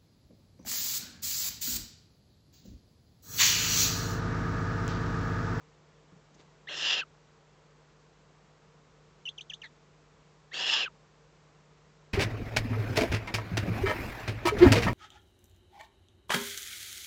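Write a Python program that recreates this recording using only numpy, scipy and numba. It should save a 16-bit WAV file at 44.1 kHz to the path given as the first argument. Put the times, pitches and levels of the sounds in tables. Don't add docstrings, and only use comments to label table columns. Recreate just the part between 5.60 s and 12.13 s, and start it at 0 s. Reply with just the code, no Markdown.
import sys
import numpy as np
from scipy import signal
from scipy.fft import rfft, irfft, next_fast_len
from scipy.io import wavfile
from scipy.ndimage import uniform_filter1d
from numba import njit

SR = 44100
rng = np.random.default_rng(int(sys.argv[2]) if len(sys.argv) > 2 else 0)


def nominal_scale(level):
    x = np.asarray(level, float) / 20
    return 10 ** x


def unload_wav(signal):
    wavfile.write(
        sys.argv[1],
        SR,
        np.round(np.clip(np.atleast_2d(signal).T, -1, 1) * 32767).astype(np.int16),
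    )


N = 288061


def rms_one(x):
    return x / np.sqrt(np.mean(x ** 2) + 1e-20)


def in_time(rows):
    s, *columns = np.transpose(rows)
    at = np.arange(int(s[0] * SR), int(s[-1] * SR))
    return at, [np.interp(at / SR, s, column) for column in columns]


def at_hz(points, hz):
    points = np.array(points)
    return np.interp(np.log(hz), np.log(points[:, 0]), points[:, 1])


def colour(x, points):
    size = next_fast_len(x.shape[-1])
    hz = np.arange(size // 2 + 1) * SR / size + 1e-3
    shaped = irfft(rfft(x, size) * nominal_scale(at_hz(points, hz)), size)
    return shaped[..., :x.shape[-1]]


def flutter(size, hz):
    r = np.exp(-2 * np.pi * hz / SR)
    noise = rng.standard_normal(size + 500)
    return rms_one(signal.lfilter([1], [1, -2 * r, r * r], noise)[500:])


@njit
def resonate(x, hz, r):
    y = np.zeros(len(x))
    for i in range(2, len(x)):
        drive = (1 - r * r) / 2 * (x[i] - x[i - 2])
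        y[i] = drive + 2 * r * np.cos(2 * np.pi * hz[i]) * y[i - 1] - r * r * y[i - 2]
    return y


def steady_ring(x, hz, width_hz):
    return resonate(x, np.full(len(x), hz / SR), np.exp(-np.pi * width_hz / SR))


def twice(x, hz, width_hz):
    r = np.exp(-np.pi * 1.5 * width_hz / SR)
    return rms_one(resonate(resonate(x, hz / SR, r), hz / SR, r))


def glides(rows, attack, release, sag_db, edge_db, bend):
    u = np.linspace(0, 1, 41)
    swell_db = np.interp(u, [0, attack, 1 - release, 1], [edge_db, 0, sag_db, sag_db + edge_db])
    return [np.transpose([s + length * u, from_hz + (to_hz - from_hz) * u ** bend, peak_db + swell_db])
            for s, length, from_hz, to_hz, peak_db in rows]


def sing(tables, overtones, step_db, shrill_db, shimmer_db, jitter):
    out = np.zeros(N)
    for rows, extra_db in zip(tables, np.broadcast_to(shrill_db, len(tables))):
        at, (hz, level_db) = in_time(rows)
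        hz = uniform_filter1d(hz, size=130, mode="nearest")
        hz = hz * (1 + jitter * flutter(len(at), 280))
        phase = 2 * np.pi * np.cumsum(hz) / SR
        wave = np.sin(phase)
        waver_db = np.clip(5.5 * flutter(len(at), 500), -9, 5)
        for k in range(2, 5):
            multiple_db = at_hz(overtones, k * hz) + step_db * (k - 2) + extra_db + waver_db
            wave += nominal_scale(multiple_db) * np.sin(k * phase)
        out[at] += np.sqrt(2) * nominal_scale(level_db + shimmer_db * flutter(len(at), 450)) * wave
    return out


def background():
    # multiple of the mains pitch, level in dB rms.
    hum_tones = [(1, -74), (3, -65), (5, -82), (9, -75), (13, -82)]
    # pitch in Hz, hiss strength in dB per Hz.
    hiss_colour = [(22, -19.5), (45, -5), (90, -4.5), (135, -5), (175, 3), (225, -8.5), (350, -5),
                   (460, -2), (560, -6), (700, -9), (1080, -7.5), (1600, -12.5), (3000, -18), (6500, -22)]
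    mains_hz, hiss_db = 50.0, -62.5
    t = np.arange(N) / SR
    hum = np.zeros(N)
    for multiple, tone_db in hum_tones:
        turns = round(multiple) * mains_hz * t + rng.random()
        hum += np.sqrt(2) * nominal_scale(tone_db) * np.sin(2 * np.pi * turns)
    hiss = colour(rng.standard_normal(N), hiss_colour)
    hiss = colour(hiss, [(9000, 6.5), (10000, -49)])
    return hum + nominal_scale(hiss_db) * rms_one(hiss)


def thuds():
    # start in seconds, ring in Hz, peak in dB, time to fall by 60 dB in seconds.
    bumps = [
        (.523, 175, -46, .1),
        (.523, 290, -48, .05),
        (.523, 115, -52, .07),
        (.562, 165, -49, .09),
        (.75, 190, -54, .08),
        (.795, 80, -60, .1),
        (.858, 180, -54, .07),
        (4.11, 178, -55, .08),
    ]
    out = np.zeros(N)
    for s, ring_hz, peak_db, t60 in bumps:
        t = np.arange(int(t60 * SR)) / SR
        swell = nominal_scale(peak_db - 60 * t / t60) * (1 - np.exp(-t / .002))
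        out[int(s * SR):][:len(t)] += swell * np.sin(2 * np.pi * ring_hz * t)
    return out


def feathers():
    # start in seconds, length in seconds.
    rustle_times = [
        (.738, .025),
        (.775, .065),
        (.73, .14),
    ]
    # centre in Hz, width in Hz, level in dB.
    rustle_colours = [
        (6018.5, 2000, -63.5),
        (3000, 2600, -62.5),
        (343, 260, -60.5),
    ]
    out = np.zeros(N)
    for (s, length), (centre_hz, width_hz, level_db) in zip(rustle_times, rustle_colours):
        size = int(length * SR)
        grains = rng.standard_normal(8000)[:size] * nominal_scale(3.0 * flutter(8000, 200)[:size])
        swell = rms_one(steady_ring(grains, centre_hz, width_hz)) * np.hanning(size)
        out[int(s * SR):][:size] += nominal_scale(level_db) * swell
    return out


def squeaks():
    # time in seconds, pitch in Hz, level in dB.
    held = [
        (3.6535, 3000, -60),
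        (3.655, 3040, -38),
        (3.6685, 2900, -37),
        (3.672, 2790, -46),
        (3.6755, 2700, -37),
        (3.685, 2790, -37.5),
        (3.692, 3350, -33),
        (3.6955, 3900, -49),
        (3.7, 4500, -63),
    ]
    # start in seconds, length in seconds, from Hz, to Hz, peak in dB.
    drops = [
        (3.778, .026, 3810, 2237, -39),
        (3.8965, .022, 3920, 2274, -36),
        (4.016, .018, 3600, 2170, -41),
    ]
    flicks = [
        (3.807, .015, 2760, 4760, -37.5),
        (3.933, 0.017, 2720, 4670, -35),
    ]
    shrillness = [-10, -4, -2]
    # pitch in Hz, level in dB against the basic tone.
    overtones = [(4600, -11), (5400, -23), (6200, -9), (6900, -23), (7500, -15), (8300, -5.5)]
    tables = [held]
    tables += glides(drops, attack=.2, release=.12, sag_db=-14, edge_db=-20, bend=.55)
    tables += glides(flicks, attack=.2, release=.45, sag_db=-6, edge_db=-24, bend=1.4)
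    shrill_db = np.repeat(shrillness, [1, len(drops), len(flicks)])
    return sing(tables, overtones, -22, shrill_db, shimmer_db=.8, jitter=.005)


def croaks():
    # start in seconds, length in seconds, from Hz, to Hz, peak in dB.
    croak_notes = [
        (3.917, .016, 1780, 1700, -53),
        (3.918, .014, 3350, 3480, -57),
        (4.032, .03, 1800, 1600, -47),
        (4.034, .042, 2120, 1730, -47),
        (4.042, .018, 900, 870, -60),
        (4.036, .04, 4100, 3300, -56),
    ]
    # pitch in Hz, level of a multiple in dB against the basic tone.
    overtones = [(1800, -5), (3400, -10), (4200, -10), (5200, -23), (6300, -20)]
    tables = glides(croak_notes, attack=.2, release=.3, sag_db=-4, edge_db=-13, bend=1.3)
    return sing(tables, overtones, -4.5, 0, shimmer_db=2.2, jitter=.03)


def whistles():
    # start in seconds, length in seconds, from Hz, to Hz, peak in dB.
    openings = [
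        (1.069, .027, 1500, 2280, -44),
        (4.912, .035, 1500, 2420, -47),
    ]
    closings = [
        (1.412, .029, 1680, 1200, -36),
        (5.255, .031, 1690, 1180, -35),
        (5.289, .012, 1080, 900, -58),
    ]
    strands = [
        (1.084, .016, 2600, 3500, -44),
        (1.155, .07, 5200, 5020, -51),
        (1.385, .029, 2830, 2450, -34),
        (4.933, .042, 2900, 4450, -45),
        (4.955, .035, 2500, 3000, -44),
        (5.215, .046, 2860, 2360, -34),
    ]
    chest_strands = [
        (4.96, .11, 760, 760, -51),
        (4.98, .05, 950, 950, -50),
        (5.1, .08, 960, 840, -45),
        (5.08, .15, 1220, 1120, -48),
    ]
    # pitch in Hz, level in dB against the basic tone.
    overtones = [(2400, -16.5), (2800, -7), (3200, -4), (3600, -10), (4300, -11.5), (5000, -20), (6400, -8),
                 (8000, -19.5)]
    step_db = -18
    ends = glides(openings, attack=.22, release=.25, sag_db=.5, edge_db=-20, bend=.7)
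    ends += glides(closings, attack=.25, release=.2, sag_db=-7, edge_db=-14, bend=1.05)
    locked = dict(attack=.35, release=.25, sag_db=.5, edge_db=-14, bend=1.2)
    out = sing(ends, overtones, step_db, -2, shimmer_db=1.5, jitter=.006)
    out += sing(glides(strands, **locked), overtones, step_db, -14, shimmer_db=3.0, jitter=.015)
    out += sing(glides(chest_strands, **locked), overtones, step_db, -14, shimmer_db=2.5, jitter=.045)
    return out


def slapping_membrane(size):
    slaps_per_s, unevenness, breath = 1500, .5, .6
    gaps = SR / slaps_per_s * np.exp(unevenness * rng.standard_normal(2000))
    slaps = np.bincount(np.cumsum(gaps).astype(int))[:size]
    return rms_one(slaps - slaps.mean()) + breath * rng.standard_normal(size)


def tract(source, opening, modes):
    out = 0
    for k, (shut_hz, open_hz, width_hz, ring_db) in enumerate(modes):
        ring_hz = shut_hz + (open_hz - shut_hz) * opening
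        out = out + (-1) ** k * nominal_scale(ring_db) * twice(source, ring_hz, width_hz)
    return out


def even(x):
    evening = .3
    power = uniform_filter1d(rms_one(x) ** 2, size=300)
    return rms_one(x / (power + .05) ** (evening / 2))


def rasps():
    # time in seconds, effort in dB, beak opening 0-1,
    # mouth ring in Hz set by the tongue.
    efforts = [
        [(1.078, -58, 0.77, 5370), (1.092, -43.5, 0.73, 5270), (1.14, -38, 0.71, 5220),
         (1.172, -40.5, 0.99, 5140), (1.244, -30, 0.83, 4960), (1.334, -26.5, 0.84, 4990),
         (1.408, -37, 0.35, 5030), (1.417, -47, .2, 4680)],
        [(4.922, -64, 0.019, 4170), (4.942, -38.5, .4, 4470), (4.962, -39, 1, 4420), (5.02, -33.5, 0.75, 5220),
         (5.142, -25.5, 0.98, 5040), (5.224, -31, 0.54, 5040), (5.24, -40.5, 0.96, 5300),
         (5.261, -48, 0.03, 4890)],
    ]
    # muffling in dB, clearing time in seconds,
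    # nasal notch in Hz, notch depth 0-1 at the start, notch depth 0-1 at the end.
    clearing = [
        (-13, .09, 4780, .95, .1),
        (1, .09, 5820, .95, .7),
    ]
    # Hz beak shut, Hz beak open, width in Hz, level in dB.
    body = [(309, 333, 300, -0.15), (490, 670, 258, 0.15)]
    chest = [(750, 780, 76, -5), (920, 973, 150, -7), (1270, 1270, 220, -4.5), (1640, 1690, 380, 6),
             (2020, 1960, 390, -8.5)]
    throat_rings = [(2520, 2850, 270, 2.5), (3000, 3420, 320, -2.5)]
    pharynx = [(3700, 3950, 540, 0.5), (4080, 4220, 460, -0.5)]
    upper_rings = [(5670, 5660, 360, -6), (6540, 6900, 1730, -5)]
    # (dB at full effort, dB gained per dB below full effort)
    laws = [(-11.5, .19), (-9, .32), (-11.5, .4), (-24, .85)]
    full_db, mouth_db, mouth_width_hz = -25, 1.5, 310
    shut_db = -11.5
    notch_width_hz, notch_shuts_s = 300, .16
    out = np.zeros(N)
    for rows, (muffle_db, clear_s, notch_hz, first, last) in zip(efforts, clearing):
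        at, (level_db, opening, mouth_hz) = in_time(rows)
        t = (at - at[0]) / SR
        opening = opening + .08 * flutter(len(at), 45)
        muffled_db = muffle_db * np.clip(1 - t / clear_s, 0, 1)
        slack_db = np.minimum(full_db - level_db, 16)
        pharynx_db, upper_db, chest_db, body_db = [full + gain * slack_db for full, gain in laws]
        source = slapping_membrane(len(at))

        mouth = nominal_scale(mouth_db + muffled_db) * twice(source, mouth_hz, mouth_width_hz)
        upper = mouth - tract(source, opening, upper_rings)
        throat = rms_one(tract(source, opening, throat_rings))
        throat = throat + nominal_scale(pharynx_db) * rms_one(tract(source, opening, pharynx))
        shutting_db = shut_db * (1 - opening) * (t > clear_s)
        voice = even(throat) + nominal_scale(upper_db + muffled_db + shutting_db) * even(upper)
        voice -= nominal_scale(chest_db) * even(tract(source, opening, chest))
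        voice -= nominal_scale(body_db) * rms_one(tract(source, opening, body))

        depth = last + (first - last) * np.exp(-(t / notch_shuts_s) ** 4)
        voice -= np.clip(depth, 0, 1) * steady_ring(voice, notch_hz, notch_width_hz)
        edge = np.clip(np.minimum((at - at[0]) / .01, (at[-1] - at) / .003) / SR, 0, 1)
        surge_db = 1.1 * flutter(len(at), 76)
        out[at] += edge * nominal_scale(level_db + surge_db) * voice
    return out


def niche(x):
    t60 = .065
    t = np.arange(int(.15 * SR)) / SR
    tail = rng.standard_normal(len(t)) * nominal_scale(-60 * t / t60) * (t > .003)
    tail = colour(tail, [(1500, -14), (2950, -13), (3350, -1), (4000, -3), (4800, -6), (5400, -6),
                         (6200, 1.5), (8200, -1)])
    return signal.fftconvolve(x, tail / np.sqrt(np.sum(tail ** 2) / 6))[:N]


def scene():
    # pitch in Hz, level in dB.
    scene_colour = [(40, -28.5), (70, -1), (7450, 0.5), (7800, -4.5), (8000, -28), (8300, 9), (8850, 6)]
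    beggar = rasps() + whistles()
    beggar -= 0.92 * steady_ring(beggar, 1440, 110)
    twitter = squeaks() + croaks()
    walls = niche(nominal_scale(-26) * beggar + nominal_scale(-16.5) * twitter)
    nest = thuds() + feathers()
    return (colour(beggar + twitter + walls + nest, scene_colour) + background())[None]


def low_pass(x):
    return signal.sosfilt(signal.butter(12, 8990, fs=SR, output="sos"), x)


def record(dry):
    # pitch in Hz, level in dB.
    roll_off = [(6800, -0.5), (7450, -2), (7900, -6), (8300, -13), (8700, -28), (9000, -24.5), (9400, -60)]
    # start in seconds, end in seconds.
    dropouts = [
        (1.235, 1.415),
        (5.14, 5.245),
    ]
    low, high = 7580, 8460
    wet = colour(dry, roll_off)
    t = np.arange(N) / SR
    band = colour(wet, [(low - 40, -90), (low, 0), (high, 0), (high + 40, -90)])
    gate = sum(np.clip(np.minimum(t - start, end - t) / .012 + .5, 0, 1) for start, end in dropouts)
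    return low_pass(wet - np.sin(gate * np.pi / 2) ** 2 * band)


dry = scene()
out = record(dry)
unload_wav(out)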